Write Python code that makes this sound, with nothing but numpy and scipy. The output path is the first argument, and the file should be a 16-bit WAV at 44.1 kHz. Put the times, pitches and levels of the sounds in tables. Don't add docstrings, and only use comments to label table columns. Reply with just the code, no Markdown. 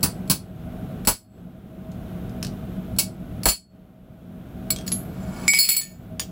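import sys
import numpy as np
from scipy import signal
from scipy.fft import rfft, irfft
from scipy.io import wavfile
from scipy.ndimage import uniform_filter1d, minimum_filter1d

SR = 44100
rng = np.random.default_rng(int(sys.argv[2]) if len(sys.argv) > 2 else 0)


def wav_record(signal):
    frames = np.transpose(np.atleast_2d(signal))
    bounded = np.clip(frames, -1, 1)
    quanta = np.round(bounded * 32767).astype(np.int16)
    wavfile.write(sys.argv[1], SR, quanta)


N = 278271
TIME = np.arange(N) / SR

# (frequency [Hz], relative level [dB per Hz])
CLICK_SPECTRUM = [(200, -23), (1000, -4), (2000, -2.5), (3400, 1.5), (5000, 3), (8000, -4), (11000, -8),
                  (15500, -14)]


def gain_of(db):
    return 10 ** (np.asarray(db) / 20)


def evened(x):
    return x / np.sqrt(np.mean(x ** 2) + 1e-20)


def read(points, hz):
    f, value = np.transpose(points)
    return np.interp(np.log(hz + 1), np.log(f + 1), value)


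def add(mix, s, sound):
    part = mix[max(round(s * SR), 0):][:len(sound)]
    part += sound[:len(part)]


def coloured(x, spectrum):
    hz = np.fft.rfftfreq(len(x), 1 / SR)
    weight = gain_of(read(spectrum, hz))
    return evened(irfft(rfft(x) * weight, len(x)))


def burst(spectrum, t60, rise):
    t = TIME[:SR]
    noise = coloured(rng.standard_normal(SR), spectrum)
    return noise * gain_of(-60 * t / t60) * (1 - np.exp(-t / rise))


def drift(hz):
    f = np.fft.rfftfreq(N, 1 / SR)
    return evened(irfft(rfft(rng.standard_normal(N)) / (1 + (f / hz) ** 4), N))


def workshop(x, first=0.006):
    # (frequency [Hz], t60 [s])
    room_decay = [(150, 0.1), (1000, 0.12), (4000, 0.18), (9000, 0.18), (16000, 0.13)]
    hz, t, z = signal.stft(rng.standard_normal(SR), SR, nperseg=256)
    decay = gain_of(-60 * t / read(room_decay, hz)[:, None])
    tail = signal.istft(z * decay, SR, nperseg=256)[1][:SR]
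    tail = tail * (TIME[:SR] > first)
    return signal.fftconvolve(x, tail / np.linalg.norm(tail))[:N]


def forge(rush_db=-34, hum_db=-1, flutter_db=2):
    # (frequency [Hz], relative level [dB per Hz])
    rush_spectrum = [(18, -41.5), (36, -3), (70, -10.5), (130, -3.5), (195, -6.5), (376, -16), (554, -21.5),
                     (680, -20), (885, -31.5), (1490, -30), (1750, -37.5), (3510, -40), (4630, -49.5),
                     (10300, -53), (11300, -45), (16000, -48)]
    # (centre [Hz], full width at half amplitude [Hz], level before hum_db and flutter [dB])
    hum_resonances = [(68, 7.8, -43), (106.8, 5.5, -43), (185.3, 24, -34.5), (241.6, 6.5, -43),
                      (336, 6.5, -58.5), (638, 18, -47.5), (746, 77, -54.5), (9630, 120, -73.5)]
    hz = np.fft.rfftfreq(N, 1 / SR)
    rush = gain_of(rush_db) * coloured(rng.standard_normal(N), rush_spectrum)
    hum = np.zeros(N)
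    for centre, width, db in hum_resonances:
        response = 1 / (1 + (2 * (hz - centre) / width) ** 2)
        hum += gain_of(db) * evened(irfft(rfft(rng.standard_normal(N)) * response, N))
    return rush + hum * gain_of(hum_db + flutter_db * drift(hz=12))


def ring(body, length, waver=0.24, waver_hz=22, tilt_db=0):
    # (frequency [Hz], t60 at length 1 [s], then relative level struck in the
    #         middle [dB], at the edge [dB], at the far end [dB])
    anvil_modes = [(2247, .3, -19, 6, -24), (2277, .4, -14, -8, -15), (4335, .35, -7, -26, -13),
                   (4391, .5, -7, -15, -1), (4455, .22, -8, -30, -14), (5002, .48, -14, -7, -11),
                   (5383, .25, -15, -24, -18), (7203, .38, -10, -5, -7), (7743, .5, -5, -3, -12),
                   (7797, .35, -4, -20, -18), (9610, .35, -14, -19, -8), (9735, .25, -7, -30, -20),
                   (10635, .35, -11, -14, -16), (10735, .35, -5, -9, -14), (10862, .35, -5, -20, -9),
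                   (11020, .22, -8, -30, -20), (14072, .38, -3, -17, -12), (14600, .38, -6, -20, -16),
                   (14677, .22, -4, -32, -24), (15547, .27, -8, -30, -6)]
    # (frequency [Hz], t60 at length 1 [s], relative level [dB])
    bar_modes = [(4670, .2, -24), (6850, .3, -16), (8554, .4, -25), (9650, .15, -18), (11023, .3, 0),
                 (13110, .65, -18), (14310, .5, -28)]
    tongs_modes = [(1243, 0.072, -18), (1796, 0.23, -8), (3540, 0.09, -9.5), (4860, 0.12, 0),
                   (6020, 0.21, -17), (6870, 0.21, 0), (7840, 0.16, -17), (9500, 0.1, 1),
                   (11700, 0.11, -15), (13700, .15, -20.5), (14300, 0.47, -18), (14900, .2, -7)]
    head_modes = [(3270, .2, 0), (3570, .12, -7), (5900, .08, -6), (8554, .25, -8), (11700, .08, -14)]
    bodies = {"bar": bar_modes, "tongs": tongs_modes, "head": head_modes}
    for k, place in enumerate(("middle", "edge", "far end")):
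        bodies[place] = [(m[0], m[1], m[2 + k]) for m in anvil_modes]
    hz, t60, db = np.transpose(bodies[body])[:, :, None]
    size = gain_of(db + tilt_db * np.log2(hz))
    size = size / np.sqrt(np.sum(size ** 2) / 2)
    t = TIME[:SR]
    turns = hz * t + rng.random(hz.shape)
    split = waver_hz * rng.standard_normal(hz.shape)
    pairs = np.sin(2 * np.pi * turns) + waver * np.cos(2 * np.pi * (turns + split * t))
    decay = gain_of(-60 * t / (t60 * length))
    return (size * decay * pairs).sum(0) * (1 - np.exp(-t / 0.0011))


def contacts(per_s, spread_db):
    size = gain_of(spread_db * np.minimum(rng.exponential(1, N), 3))
    sign = rng.choice([-1, 1], N)
    return evened(size * sign * (rng.random(N) < per_s / SR))


def slide(edge_db=-4, end_db=-6, middle_db=-5, tongs_db=-9, damped=0.22, rattle_db=-10, tilt_db=1):
    # (held from [s], held until [s], grinding level [dB],
    #                                  singing level [dB], swell [dB/s], fade [dB/s])
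    drags = [(5.388, 5.481, -39, -48, 55, 302), (5.563, 5.752, -40.5, -17, 301, 183)]
    # (frequency [Hz], relative level [dB per Hz])
    grind_spectrum = [(300, -8.5), (800, -6), (1250, -8), (1700, -10.5), (2300, -32), (3200, -25.5),
                      (6000, -27), (15000, -48.5)]
    rattle_spectrum = [(500, -18.5), (1400, -19), (2500, 12), (3500, 2.5), (6000, -2), (9000, -10.5),
                       (15000, -19.5)]
    grinding, singing = np.zeros((2, N))
    for start, end, grind_db, sing_db, swell, fade in drags:
        effort_db = -swell * np.maximum(start - TIME, 0) - fade * np.maximum(TIME - end, 0)
        grinding += gain_of(grind_db + effort_db)
        singing += gain_of(sing_db + effort_db)
    slips = contacts(per_s=2000, spread_db=5.5)
    body = gain_of(tongs_db) * ring("tongs", 0.36)
    for place, db in (("edge", edge_db), ("far end", end_db), ("middle", middle_db)):
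        body += gain_of(db) * ring(place, damped, tilt_db=tilt_db)
    sung = signal.fftconvolve(slips * singing, body / np.linalg.norm(body))[:N]
    chatter = coloured(contacts(per_s=220, spread_db=6), rattle_spectrum)
    rattle = gain_of(rattle_db) * chatter * singing
    grind = coloured(slips, grind_spectrum) * grinding
    return sung + rattle + workshop(rattle + grind)


def knocks(choke_db_per_s=130, room_db=-7, tilt_db=1.5):
    # (time [s], click level [dB], ring level [dB], ring length factor [ratio],
    #  bounce gap [s], 0 if it stays down, what rings [name])
    touches = [(1.9166, -43, -58, .2, 0.0032, "middle"), (2.2943, -48, -61, .2, 0.00032, "tongs"),
               (2.428, -21, -30, 0.1, 0.02, "middle"), (4.704, -19.5, -12.5, 0.21, 0.0025, "middle"),
               (4.7616, -25.5, -35.5, 0.62, .0245, "head"), (4.8644, -37, -36.5, 0.83, 0.0043, "middle"),
               (4.878, -25, -24.5, 0.22, 0.0016, "tongs"), (4.9183, -21.5, -23, 0.67, 0.004, "bar"),
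               (5.4797, -9, -3.5, 0.98, 0.00043, "edge"), (5.535, -5.5, -4.5, 0.92, 0.00066, "edge"),
               (5.588, -20, 4.5, 0.75, .006, "far end"), (5.6886, -4, 2, 0.56, 0.0078, "middle"),
               (5.7644, -13, -1, 0.74, 0.0048, "middle"), (5.8113, -18, -20, 1.3, 0.0051, "tongs"),
               (6.196, -11, -18, 0.6, 0.0022, "tongs"), (6.2168, -24.5, -32, 0.53, 0.0013, "head")]
    settled_s = 5.78
    bounce_db = -5.5
    buzz, buzz_hz = 0.25, 260
    clicks, rings = np.zeros((2, N))
    for s, click_db, ring_db, length, gap, body in touches:
        choke_db = -choke_db_per_s * np.maximum(s + TIME[:SR] - settled_s, 0) * (s < settled_s)
        for k in range(3 if gap > 0 else 1):
            moment, loss_db = s + k * gap, k * bounce_db
            click = burst(CLICK_SPECTRUM, t60=0.017, rise=0.0001)
            add(clicks, moment, gain_of(click_db + loss_db) * click)
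            touched = ring(body, length, tilt_db=tilt_db)
            add(rings, moment, gain_of(ring_db + loss_db + choke_db) * touched)
    return clicks + gain_of(room_db) * workshop(clicks) + rings * (1 + buzz * drift(buzz_hz))


def low_thump(hz=56, t60=0.068):
    t = TIME[:SR]
    return np.sin(2 * np.pi * hz * t) * gain_of(-60 * t / t60) * (1 - np.exp(-t / 0.022))


def hammer(pressed=0.17, free=0.81, thump_db=3, chatter_db=-1, second_clang_db=-6):
    # (time [s], force [dB], thud [dB], after-ring [dB], rebound delay [s],
    #  rebound against the first crack [dB], place where the anvil rings on [name])
    blow_list = [(0.0293, -7, -12, -41.5, 0.011, -8, "middle"), (0.2981, -5, -7, -37.5, 0.013, 5, "middle"),
                 (1.072, 10, 3.5, -13, 0.012, 4, "middle"), (2.9857, -2.5, -22, -37, .012, -6, "edge"),
                 (3.4555, 14.5, 5, -17.5, 0.03, 5.5, "far end")]
    # (frequency [Hz], relative level [dB per Hz])
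    crack_spectrum = [(100, -10), (600, -19), (1100, -11), (1900, -29), (2600, 0), (3700, -4.5),
                      (4400, 7.5), (6500, -1.5), (7800, 0.5), (9000, 1.5), (10900, 8), (12800, -5.5),
                      (15500, 6)]
    thud_spectrum = [(25, -28.5), (70, -10.5), (150, -0.5), (300, -12), (500, -23.5), (1100, -22),
                     (2000, -29.5), (5000, -46)]
    low_noise_spectrum = [(20, -5), (50, 11.5), (100, -13), (400, -4.5), (1200, -8), (2200, -18.5),
                          (5000, -22)]
    # (level at a force of 0 dB [dB], slope [dB per dB of force])
    clang_law = (-4.5, 1.63)
    low_noise_law = (-16, 2.7)
    lead_law = (-40.5, 0.95)
    lead_s = 0.022
    low_noise_top_db = 17
    brightening = 0.1
    out = np.zeros(N)
    for s, force_db, thud_db, after_db, delay, rebound_db, place in blow_list:
        clang, low_noise, lead = (gain_of(db + slope * force_db)
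                                  for db, slope in (clang_law, low_noise_law, lead_law))
        low_noise = min(low_noise, gain_of(low_noise_top_db))
        lead_sound = burst(CLICK_SPECTRUM, t60=0.023, rise=0.00013) + ring("middle", pressed)
        add(out, s - lead_s, lead * lead_sound)
        for lag, db in ((0, 0), (delay / 2, chatter_db), (delay, rebound_db)):
            add(out, s + lag, gain_of(force_db + db) * burst(crack_spectrum, t60=0.054, rise=0.0019))
        add(out, s, clang * ring("middle", pressed))
        add(out, s, gain_of(after_db) * ring(place, free, waver=0.67, waver_hz=7.9))
        second_clang = ring(place, pressed, tilt_db=brightening * force_db)
        add(out, s + delay, clang * gain_of(rebound_db + second_clang_db) * second_clang)
        add(out, s, gain_of(thud_db) * burst(thud_spectrum, t60=0.15, rise=0.0086))
        add(out, s, low_noise * burst(low_noise_spectrum, t60=0.11, rise=0.0019))
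        add(out, s + delay, low_noise * gain_of(thump_db) * low_thump())
    return out


def scene(room_db=-7):
    blows = hammer()
    return (blows + gain_of(room_db) * workshop(blows) + knocks() + slide() + forge())[None]


def held(x, hold):
    span = max(int(hold * SR), 2)
    return -minimum_filter1d(-x, span, origin=(span - 1) // 2, mode="constant")


def cut_db(x, limit_db, hold, recovery):
    power_db = 10 * np.log10(abs(uniform_filter1d(x ** 2, size=220)) + 1e-12)
    excess_db = held(np.maximum(power_db - limit_db, 0), hold)
    fade = np.exp(-TIME / recovery)
    return np.maximum.accumulate(excess_db / fade) * fade


def duck_db(x, limit_db, average, hold, release_db_per_s):
    keep = np.exp(-1 / (average * SR))
    power_db = 10 * np.log10(signal.lfilter([1 - keep], [1, -keep], x ** 2) + 1e-12)
    excess_db = held(np.maximum(power_db - limit_db, 0), hold)
    released = release_db_per_s * TIME
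    return np.maximum.accumulate(excess_db + released) - released


def gain_control(x):
    quick = cut_db(x, limit_db=-12.5, hold=0.2, recovery=0.13)
    slow = duck_db(x, limit_db=-12.0, average=0.22, hold=0.47, release_db_per_s=20.5)
    reduction_db = uniform_filter1d(np.maximum(quick, slow), size=40)
    return np.clip(x / gain_of(reduction_db), -0.53, 0.53)


def record(dry, ceiling_db=14.0, lopsided=0.29):
    ceiling = gain_of(ceiling_db)
    driven = ceiling * (np.tanh(dry[0] / ceiling + lopsided) - np.tanh(lopsided))
    low_cut = signal.butter(2, 38, "high", fs=SR, output="sos")
    driven = signal.sosfilt(low_cut, driven)
    band_limit = signal.firwin(401, 15950, window=("kaiser", 8), fs=SR)
    return signal.oaconvolve(gain_control(driven), band_limit, "same")[None]


dry = scene()
out = record(dry)
wav_record(out)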